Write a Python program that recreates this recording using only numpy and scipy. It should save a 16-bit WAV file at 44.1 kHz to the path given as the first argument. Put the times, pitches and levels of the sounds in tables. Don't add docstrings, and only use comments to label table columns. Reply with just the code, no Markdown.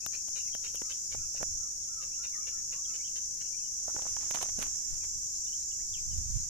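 import sys
import numpy as np
from scipy import signal
from scipy.fft import irfft, next_fast_len
from scipy.io import wavfile
from scipy.ndimage import uniform_filter1d

SR = 44100
rng = np.random.default_rng(int(sys.argv[2]) if len(sys.argv) > 2 else 0)


def inscribe(sig):
    pcm = np.round(np.clip(np.atleast_2d(sig).T, -1, 1) * 32767)
    wavfile.write(sys.argv[1], SR, pcm.astype(np.int16))


N = 286193
TIME = np.arange(N) / SR

# [f/Hz, relative level/dB per Hz]
CHORUS_SPECTRUM = [(3000, -35.5), (4200, -31.5), (4900, -18.5), (5350, -7), (5650, 0), (6100, -2),
                   (6600, 0.5), (6950, 1), (7300, -4), (7700, -11), (8200, -15), (9000, -21), (10000, -27),
                   (13000, -45)]
# [t/s, level/dB, left-right level/dB]
CHORUS_COURSE = [(0.0, -36.5, 1.5), (0.42, -36, -0.5), (0.59, -36.5, 0), (0.89, -35.5, -0.5),
                 (1.64, -37, -2.5), (1.66, -38, -1.5), (2.2, -37.5, -1.5), (2.76, -37, -1.5),
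                 (3.56, -37, 1), (4.3, -35.5, -2), (4.72, -35.5, -3), (5.39, -35.5, -2.5),
                 (6.45, -36.5, -1.5), (6.49, -37.5, -3)]
# [f/Hz, level/dB]
CHORUS_LEFT_BOOST = [(4500, 4.5), (5500, 2), (6300, 2.5), (7200, -3.5), (8200, 1.5), (9500, 3)]


def cicadas(click_hz=330, jitter=0.07, far_db=-2, flutter_db=0.48, scatter_t60_s=0.072, count=10,
            strand_db=1.4, drift_db=1.53):
    near = np.zeros(N)
    for _ in range(count):
        rate_hz = click_hz * rng.uniform(0.5, 1.5) * (1 + jitter * wander(40))
        turns = np.cumsum(rate_hz) / SR
        clicks = np.diff(np.floor(turns), prepend=0)
        song = evened(resonate(clicks, rng.uniform(3990, 7350), 5100))
        near = near + banks(song[None], scatter_t60_s)
    chorus = evened(near) + amp(far_db) * noise_pair(0)

    hz, _, bands = signal.stft(chorus, SR, nperseg=1024)
    strands = smooth_patches(bands.shape, pitches=2, frames=10)
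    drift = smooth_patches(bands.shape, pitches=9, frames=45)
    spectrum_db = read(CHORUS_SPECTRUM, hz)[:, None]
    bands = bands * amp(spectrum_db + strand_db * strands + drift_db * drift)
    bands[0] *= amp(read(CHORUS_LEFT_BOOST, hz))[:, None]
    chorus = evened(signal.istft(bands, SR, nperseg=1024)[1][:, :N])

    level_db, side_db = follow(CHORUS_COURSE)
    return chorus * amp(level_db + flutter_db * wander(42)) * panned(side_db)


# [middle t/s, length t/s, f/Hz, peak level/dB, left-right level/dB]
CICADA_SWELLS = [(0.303, 0.96, 5660, -46.5, 13), (.44, 0.34, 6260, -42, 4), (1.42, 0.43, 5730, -41.5, -4),
                 (2.298, 1.8, 5690, -45, 2), (2.903, 0.54, 5950, -42.5, 0), (3.223, 0.27, 6020, -41.5, 0),
                 (3.6, 0.94, 5620, -51, 17), (4.267, 0.74, 5700, -42, -2.5), (4.303, 0.4, 6730, -42, -13),
                 (4.246, 1.6, 6200, -40, -12), (5.045, 1.5, 5760, -48.5, -14), (5.75, 1.3, 5860, -55, 16)]


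def soloists(width_hz=380):
    buzz = noise_pair(0)
    out = np.zeros((2, N))
    for middle, length, hz, db, side_db in CICADA_SWELLS:
        song = evened(resonate(buzz, hz, width_hz))
        out += amp(db) * song * arch(middle, length) * panned(side_db)
    return out


# [middle t/s, length t/s, peak level/dB]
THIN_NOTE_BOUTS = [(3.0, 1.1, -53), (5.584, 3.3, -48.5)]
# [f/Hz, relative level/dB per Hz]
FIZZ_SPECTRUM = [(8500, -37), (10000, -2.5), (11400, 5.5), (12400, 4), (14200, -5.5)]


def cicada_top(note_hz=7430, width_hz=100, fizz_db=-24, fizz_side_db=12.5):
    bouts = sum(amp(db) * arch(middle, length) for middle, length, db in THIN_NOTE_BOUTS)
    note = evened(resonate(noise_pair(0), note_hz, width_hz)) * bouts
    level_db, side_db = follow(CHORUS_COURSE)
    fizz = evened(colour(noise_pair(0), FIZZ_SPECTRUM))
    return note + fizz * amp(level_db + fizz_db) * panned(side_db + fizz_side_db)


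# [middle t/s, length t/s, level/dB, throat tilt/dB per octave]
SCOLD_RASPS = [(0.146, 0.036, -50.5, -1), (0.373, 0.035, -48.5, 1), (0.655, 0.036, -48, -0.5),
               (0.912, .032, -49, 1), (1.128, 0.031, -50.5, -3), (1.373, 0.029, -53, -2),
               (2.03, 0.03, -54, -7), (2.248, .027, -49, 0.5), (2.48, 0.026, -49, -5),
               (2.734, 0.022, -48.5, -2.5), (2.953, 0.029, -53.5, -6), (3.171, 0.032, -53.5, -0.5),
               (3.418, 0.022, -53.5, 3)]
# [f/Hz, width of one filter pass/Hz, relative level/dB]
THROAT_RESONANCES = [(498, 135, -16.5), (1670, 1100, -23), (2173, 620, -18), (2500, 170, -7.5),
                     (2820, 330, -10.5), (3015, 180, -12), (3740, 200, -9), (4320, 230, -11.5)]


def scolding_bird(pulse_hz=520, jitter=0.1, rough=0.84, spit_db=-19, rattle_db=-1.5, shift=0.051,
                  vary_db=1, tilt_hz=2600, skirt_db=-5.5, skirt_s=0.014):
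    turns = np.cumsum(pulse_hz * (1 + jitter * wander(220))) / SR
    pulses = evened(np.diff(np.floor(turns), prepend=0))
    breath = evened(noise_pair(0) * np.exp(-(turns % 1) / 0.5))
    drive = (pulses + rough * breath) * amp(rattle_db * wander(360))

    out = np.zeros((2, N))
    t = TIME[:SR // 8] - TIME[SR // 16]
    skirt = amp(skirt_db) * np.exp(-abs(t) / skirt_s)
    for middle, length, level_db, tilt_db in SCOLD_RASPS:
        puff = drive[:, round(middle * SR):][:, :len(t)]
        voice = amp(spit_db) * resonate(puff, 3360, 6300)
        for hz, width, db in THROAT_RESONANCES:
            level_chance, pitch_chance = rng.standard_normal(2)
            tilt = tilt_db * max(np.log2(hz / tilt_hz), -0.5)
            gain = amp(db + vary_db * level_chance + tilt)
            voice += gain * resonate(puff, hz * (1 + shift * pitch_chance), width)
        gate = np.exp(-(2 * t / length) ** 6)
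        add(out, middle + t[0], amp(level_db) * evened(voice) * np.maximum(gate, skirt))
    return out * panned(0.86)


# [start t/s, length t/s, f/Hz, glide/octaves, arch/octaves (negative dips), level/dB]
BIRD_CHIRPS = [(.015, .047, 2580, .15, .02, -62.5), (.144, 0.015, 2450, 0.19, 0.0068, -51),
               (.168, 0.028, 2700, .08, .02, -72), (.399, 0.016, 2850, 0.15, 0.095, -49.5),
               (.44, 0.077, 2580, 0.051, .03, -65), (.468, 0.03, 2150, 0.21, -0.085, -62),
               (.526, 0.028, 3170, -0.042, 0.051, -50), (.676, .014, 3140, .05, .03, -54.5),
               (.750, 0.017, 3260, .22, 0.18, -52), (.762, 0.021, 2880, -0.086, 0.1, -51.5),
               (.84, 0.029, 2200, 0.35, -.11, -67), (.911, 0.02, 3160, 0.23, -0.049, -49.5),
               (1.17, 0.038, 2460, -0.069, -.04, -66.5), (1.22, .06, 2550, -0.077, -0.062, -71),
               (1.82, 0.038, 3380, -0.35, 0, -69), (2.11, 0.063, 2690, 0.38, 0, -64),
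               (2.318, 0.058, 2025, -0.51, 0.071, -58), (2.4, .058, 2315, 0.08, .066, -64.5),
               (2.545, 0.075, 1785, 0.07, -0.002, -68), (2.57, 0.038, 2270, .1, .04, -70),
               (2.837, .014, 3740, -0.16, 0, -62), (2.846, 0.022, 3250, -0.045, -.02, -55.5),
               (2.893, .025, 2670, .05, .03, -66), (2.895, 0.045, 2170, 0.073, 0, -68),
               (2.978, 0.059, 2224, 0.17, -0.29, -60.5), (3.034, 0.046, 3170, 0.24, -0.018, -57),
               (3.072, 0.017, 2900, -0.22, 0.052, -56), (3.24, 0.06, 2060, -0.043, 0.072, -78),
               (3.435, 0.037, 2740, -0.14, -.02, -67), (3.46, .026, 2890, 0.065, -0.079, -63.5),
               (3.525, 0.039, 2320, 0.12, -0.13, -62), (3.572, 0.029, 3070, 0.058, 0.032, -66),
               (3.585, 0.05, 2600, -0.059, .02, -68), (3.632, 0.047, 3010, -0.089, 0.043, -66),
               (5.0, .07, 2350, -.27, 0.0021, -65), (5.33, 0.085, 4150, 0.4, 0.013, -63.5),
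               (5.452, 0.028, 3650, -0.23, .03, -64), (5.46, 0.046, 2930, 0.15, -.01, -63.5),
               (5.52, 0.031, 3020, .23, -.046, -56.5), (5.58, 0.079, 3930, .17, -0.087, -65.5),
               (5.706, .02, 3350, -.12, .02, -65), (5.712, 0.018, 2860, -.1, -.085, -56),
               (5.788, .043, 2010, 0.71, 0.095, -64), (5.931, 0.032, 3210, -0.48, 0.13, -48),
               (5.962, 0.027, 2600, -0.47, 0.017, -56.5), (6.10, 0.05, 3000, -.08, .03, -63.5),
               (6.37, 0.068, 4050, 0.2, -0.085, -64)]


def small_birds():
    return notes(BIRD_CHIRPS, waver=0.022, waver_hz=202, flicker_db=2.5, side_db=1.0)


# [start t/s, f/Hz, glide/octaves, level/dB]
FAR_WHISTLES = [(.815, 1272, -0.0095, -64.5), (1.169, 1370, -0.015, -67), (1.586, 1297, -0.22, -66),
                (1.87, 1388, 0.11, -65.5), (1.946, 1272, -0.18, -59.5), (2.169, 1394, 0.068, -62.5),
                (2.328, 1245, 0.134, -60), (2.499, 1350, 0.03, -65.5), (2.71, 1120, 0.16, -64),
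                (2.852, 1313, 0.016, -65.5)]


def whistling_bird(length_s=0.11, arch_octaves=0.09):
    rows = [(s, length_s, hz, glide, arch_octaves, db) for s, hz, glide, db in FAR_WHISTLES]
    return notes(rows, waver=0.017, waver_hz=90, flicker_db=1.5, side_db=-4.0)


def notes(rows, waver, waver_hz, flicker_db, side_db):
    out, drift, flicker = np.zeros((2, N)), wander(waver_hz), wander(165)
    for s, length, pitch_hz, glide, arch_octaves, db in rows:
        u = np.linspace(-0.5, 0.5, round(length * SR))
        at = np.arange(len(u)) + round(s * SR)
        bend = glide * u - arch_octaves * (2 * u) ** 2
        hz = pitch_hz * 2 ** bend * (1 + waver * drift[at])
        tone = np.sqrt(2) * np.sin(2 * np.pi * np.cumsum(hz) / SR)
        add(out, s, amp(db + flicker_db * flicker[at]) * np.cos(np.pi * u) * tone)
    return out * panned(side_db)


# [t/s, level/dB, left-right level/dB, knock f/Hz, brightness f/Hz, decay t/s]
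FINGER_TICKS = [(0.064, -40, 15, 1130, 5600, 0.00084), (0.284, -53, -1.5, 690, 5200, 0.0012),
                (.551, -43.5, -3, 690, 3940, 0.00076), (0.747, -47.5, 17, 430, 4770, 0.0042),
                (.756, -51, 26, 900, 11000, 0.00049), (0.819, -42.5, 4, 337, 3000, 0.0023),
                (1.149, -44, -11, 600, 1720, 0.0019), (1.35, -53.5, 4, 594, 1500, 0.0022),
                (1.412, -41, -19, 490, 1200, 0.008), (1.43, -35.5, -19, 580, 2830, 0.0022)]
# [f/Hz, relative level/dB]
CASE_SPECTRUM = [(80, 0.5), (200, 3), (400, -3.5), (650, -2), (1000, -7), (2000, -7), (4000, -11),
                 (9000, -8)]


def fingers():
    out = np.zeros((2, N))
    for s, db, side_db, knock_hz, bright_hz, decay in FINGER_TICKS:
        start, sound = tap(s, db, knock_hz, bright_hz, decay, CASE_SPECTRUM, grit=1.0, lead=0.79,
                           snap_db=-4.5, snap_db_per_octave=15.0, ring=0.21)
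        add(out, start, sound * panned(side_db))
    return out


# [t/s, level/dB, knock f/Hz, brightness f/Hz, decay t/s]
GRASS_FLICKS = [(3.882, -41, 725, 1150, 0.0014), (3.896, -50, 1120, 1400, 0.0093),
                (3.908, -60, 1650, 1900, 0.0065), (3.948, -49, 377, 600, 0.0055),
                (3.965, -40, 696, 1330, .0016), (3.987, -45, 600, 1200, 0.0091),
                (3.995, -49, 910, 1500, 0.00044), (4.022, -47, 675, 2360, .00069),
                (4.037, -56, 600, 1200, .0011), (4.055, -47.5, 646, 1400, 0.00098),
                (4.066, -45.5, 895, 1600, 0.00084), (4.168, -43.5, 910, 2600, 0.002),
                (4.234, -54, 910, 3000, .00091), (4.308, -42.5, 880, 6530, 0.0032),
                (4.311, -38.5, 2490, 13000, 0.00024), (4.32, -59, 2500, 6000, .0005),
                (4.336, -55, 3000, 8000, .0003), (4.347, -38, 740, 4500, 0.0033),
                (4.3504, -42.5, 1200, 8000, .00025), (4.358, -41, 565, 4500, 0.003),
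                (4.373, -43, 910, 3000, .0006), (4.388, -47, 1200, 5000, 0.0013),
                (4.414, -39.5, 950, 4500, 0.0056), (4.4283, -37.5, 690, 13000, 0.0006),
                (4.429, -36, 700, 9000, 0.01), (4.457, -51, 810, 2500, .003),
                (4.49, -50, 880, 3500, 0.0039), (4.586, -40, 242, 600, 0.0039),
                (4.591, -43.5, 600, 12000, 0.0012), (4.601, -45, 504, 13000, .0003),
                (4.61, -49, 900, 13000, 0.00046), (4.622, -46, 1300, 9000, 0.0023),
                (4.6279, -38, 2600, 13100, 0.00023), (4.631, -44, 1300, 9000, 0.004)]
# [f/Hz, relative level/dB]
GRASS_SPECTRUM = [(100, 1), (300, -2.5), (650, -1), (1000, -2), (1600, -3.5), (3000, -4), (5000, -4),
                  (9000, -2)]


def grass(side_db=-29):
    out = np.zeros((2, N))
    for row in GRASS_FLICKS:
        start, sound = tap(*row, GRASS_SPECTRUM, grit=0.77, lead=0.74,
                           snap_db=-9.5, snap_db_per_octave=4.0, ring=0.22)
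        add(out, start, sound)
    return out * panned(side_db)


# [f/Hz, relative level/dB]
SNAP_SPECTRUM = [(1000, -11), (3000, 24.5), (6000, -41), (9000, 23), (13500, 26.5)]


def tap(s, db, knock_hz, bright_hz, decay, body_colour, grit, lead, snap_db, snap_db_per_octave, ring):
    t = TIME[:SR // 12] - TIME[SR // 50]
    swell = np.exp(-abs(t) / np.where(t < 0, lead * decay, decay))
    slips = rng.standard_normal((2, len(t))) * (rng.random((2, len(t))) < 0.12) * swell
    push = t == 0
    body = colour(push + grit * slips, body_colour)
    body = evened(body) + ring * evened(resonate(body, knock_hz, 0.92 * knock_hz))
    b, a = signal.butter(2, min(bright_hz, SR / 3), fs=SR)
    body = signal.lfilter(b, a, body)
    snap = colour(slips, SNAP_SPECTRUM)
    edge_db = db + snap_db + snap_db_per_octave * np.log2(min(bright_hz, 9000) / 4000)
    sound = amp(db) * unit_energy(body) + amp(edge_db) * unit_energy(snap)
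    return s + t[0], np.sqrt(SR // 100) * sound


# [peak t/s, decay t/s, level/dB]
BRUSH_STROKES = [(4.0, 0.18, -56), (4.08, 0.022, -59.5), (4.229, 0.081, -53.5), (4.36, 0.029, -46.5),
                 (4.445, 0.031, -55), (4.495, 0.015, -55), (4.619, 0.024, -42.5), (4.649, 0.11, -55),
                 (4.924, 0.06, -58.5), (5.044, 0.018, -53.5)]
# [f/Hz, relative level/dB per Hz]
BRUSH_SPECTRUM = [(80, -10), (250, -3), (700, -7.5), (1500, -6.5), (3000, -9), (6000, -13), (9000, -7),
                  (14000, -29)]


def brushing(grains_per_s=6000, clump_db=2.0):
    chosen = rng.random((2, N)) < grains_per_s / SR
    slips = rng.standard_normal((2, N)) * chosen * amp(clump_db * wander(130))
    strokes = sum(amp(db) * surge(s, decay, lead=0.6) for s, decay, db in BRUSH_STROKES)
    return evened(colour(slips, BRUSH_SPECTRUM)) * strokes * panned(-45)


def banks(x, t60):
    t = TIME[:SR // 2]
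    chosen = rng.random((2, len(t))) < 1500 / SR
    taps = rng.standard_normal((2, len(t))) * chosen * amp(-60 * t / t60)
    return signal.oaconvolve(x, taps / np.linalg.norm(taps[0]), axes=1)[:, :N]


# [f/Hz, relative level/dB per Hz]
AIR_SPECTRUM = [(20, 4.5), (50, 3.5), (85, -3.5), (130, -5), (250, -14), (500, -19), (1000, -31),
                (1700, -26.5), (2700, -26.5), (4200, -71), (6000, -54)]
# [peak t/s, decay t/s, level/dB, left-right level/dB]
WIND_GUSTS = [(1.17, 0.06, -42.5, 5), (1.49, 0.096, -45.5, -23), (4.13, 0.041, -51.5, 6),
              (4.55, 0.1, -45, 4), (4.94, 0.026, -41, 15), (5.14, 0.18, -49.5, -6), (5.92, 0.14, -51, -20),
              (6.17, 0.1, -34, -6), (6.37, 0.058, -32, -17)]
# [f/Hz, relative level/dB per Hz]
GUST_SPECTRUM = [(15, 3.5), (40, 4), (60, -2), (85, -1), (150, -14.5), (250, -27), (500, -85), (1000, -46)]


def air(air_db=-58, lump_db=2):
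    still = amp(air_db) * evened(colour(noise_pair(0.61), AIR_SPECTRUM))
    force = sum(amp(db) * surge(s, decay, lead=1.0) * panned(side_db)
                for s, decay, db, side_db in WIND_GUSTS)
    gusts = evened(colour(noise_pair(0), GUST_SPECTRUM)) * force * amp(lump_db * wander(21))
    return still + gusts


def amp(db):
    return 10 ** (np.asarray(db) / 20)


def evened(x):
    return x / np.sqrt(np.mean(x ** 2) + 1e-20)


def unit_energy(x):
    return x / np.linalg.norm(x, axis=1, keepdims=True)


def read(points, hz):
    f, value = np.transpose(points)
    return np.interp(np.log(hz + 1), np.log(f + 1), value)


def follow(rows):
    s, *columns = np.transpose(rows)
    return [np.interp(TIME, s, c) for c in columns]


def panned(side_db):
    gains = amp(np.array([side_db, -side_db]).reshape(2, -1) / 2)
    return gains / np.sqrt(np.mean(gains ** 2, 0))


def add(mix, s, sound):
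    part = mix[:, max(round(s * SR), 0):][:, :sound.shape[-1]]
    part += sound[..., :part.shape[1]]


def colour(x, points):
    size = 4096
    log_gain = np.log(amp(read(points, abs(np.fft.fftfreq(size, 1 / SR)))))
    response = np.exp(np.conj(signal.hilbert(log_gain)))
    ring = np.fft.ifft(response).real[:size // 2]
    ring = ring.reshape((1,) * (x.ndim - 1) + (-1,))
    return signal.oaconvolve(x, ring, axes=-1)[..., :x.shape[-1]]


def resonate(x, hz, width):
    b, a = signal.iirpeak(hz, hz / width, SR)
    return signal.lfilter(b, a, signal.lfilter(b, a, x))


def wander(rate_hz):
    hz = np.fft.rfftfreq(N, 1 / SR)[:2000]
    chance = rng.standard_normal((len(hz), 2)) @ [1, 1j]
    spectrum = chance / (1 + (hz / rate_hz) ** 2)
    return evened(irfft(spectrum * (hz > 0), next_fast_len(N))[:N])


def smooth_patches(shape, pitches, frames):
    over_pitch = uniform_filter1d(rng.standard_normal(shape), size=pitches, axis=1)
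    return evened(uniform_filter1d(over_pitch, size=frames, axis=2))


def noise_pair(likeness):
    a, b = rng.standard_normal((2, N))
    c = np.clip(likeness, -1, 1)
    return np.array([a, c * a + np.sqrt(1 - c ** 2) * b])


def left_later(x, count):
    return np.array([np.roll(x[0], count), x[1]])


def arch(middle, length):
    return np.cos(np.pi * np.clip((TIME - middle) / length, -0.5, 0.5))


def surge(s, decay, lead):
    return np.exp(-abs(TIME - s) / np.where(TIME < s, lead * decay, decay))


def scene():
    insects = cicadas() + soloists() + cicada_top()
    near_birds = left_later(scolding_bird() + small_birds(), count=3)
    whistles = left_later(whistling_bird(), count=7)
    echoes = amp(-3.5) * banks(near_birds, t60=0.19) + amp(-5.0) * banks(whistles, t60=0.33)
    touches = fingers() + grass() + brushing()
    return insects + near_birds + whistles + echoes + touches + air()


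def record(dry):
    lowpass = signal.firwin(401, 14400, window=("kaiser", 8), fs=SR)
    return signal.oaconvolve(dry, lowpass[None], "same")


dry = scene()
out = record(dry)
inscribe(out)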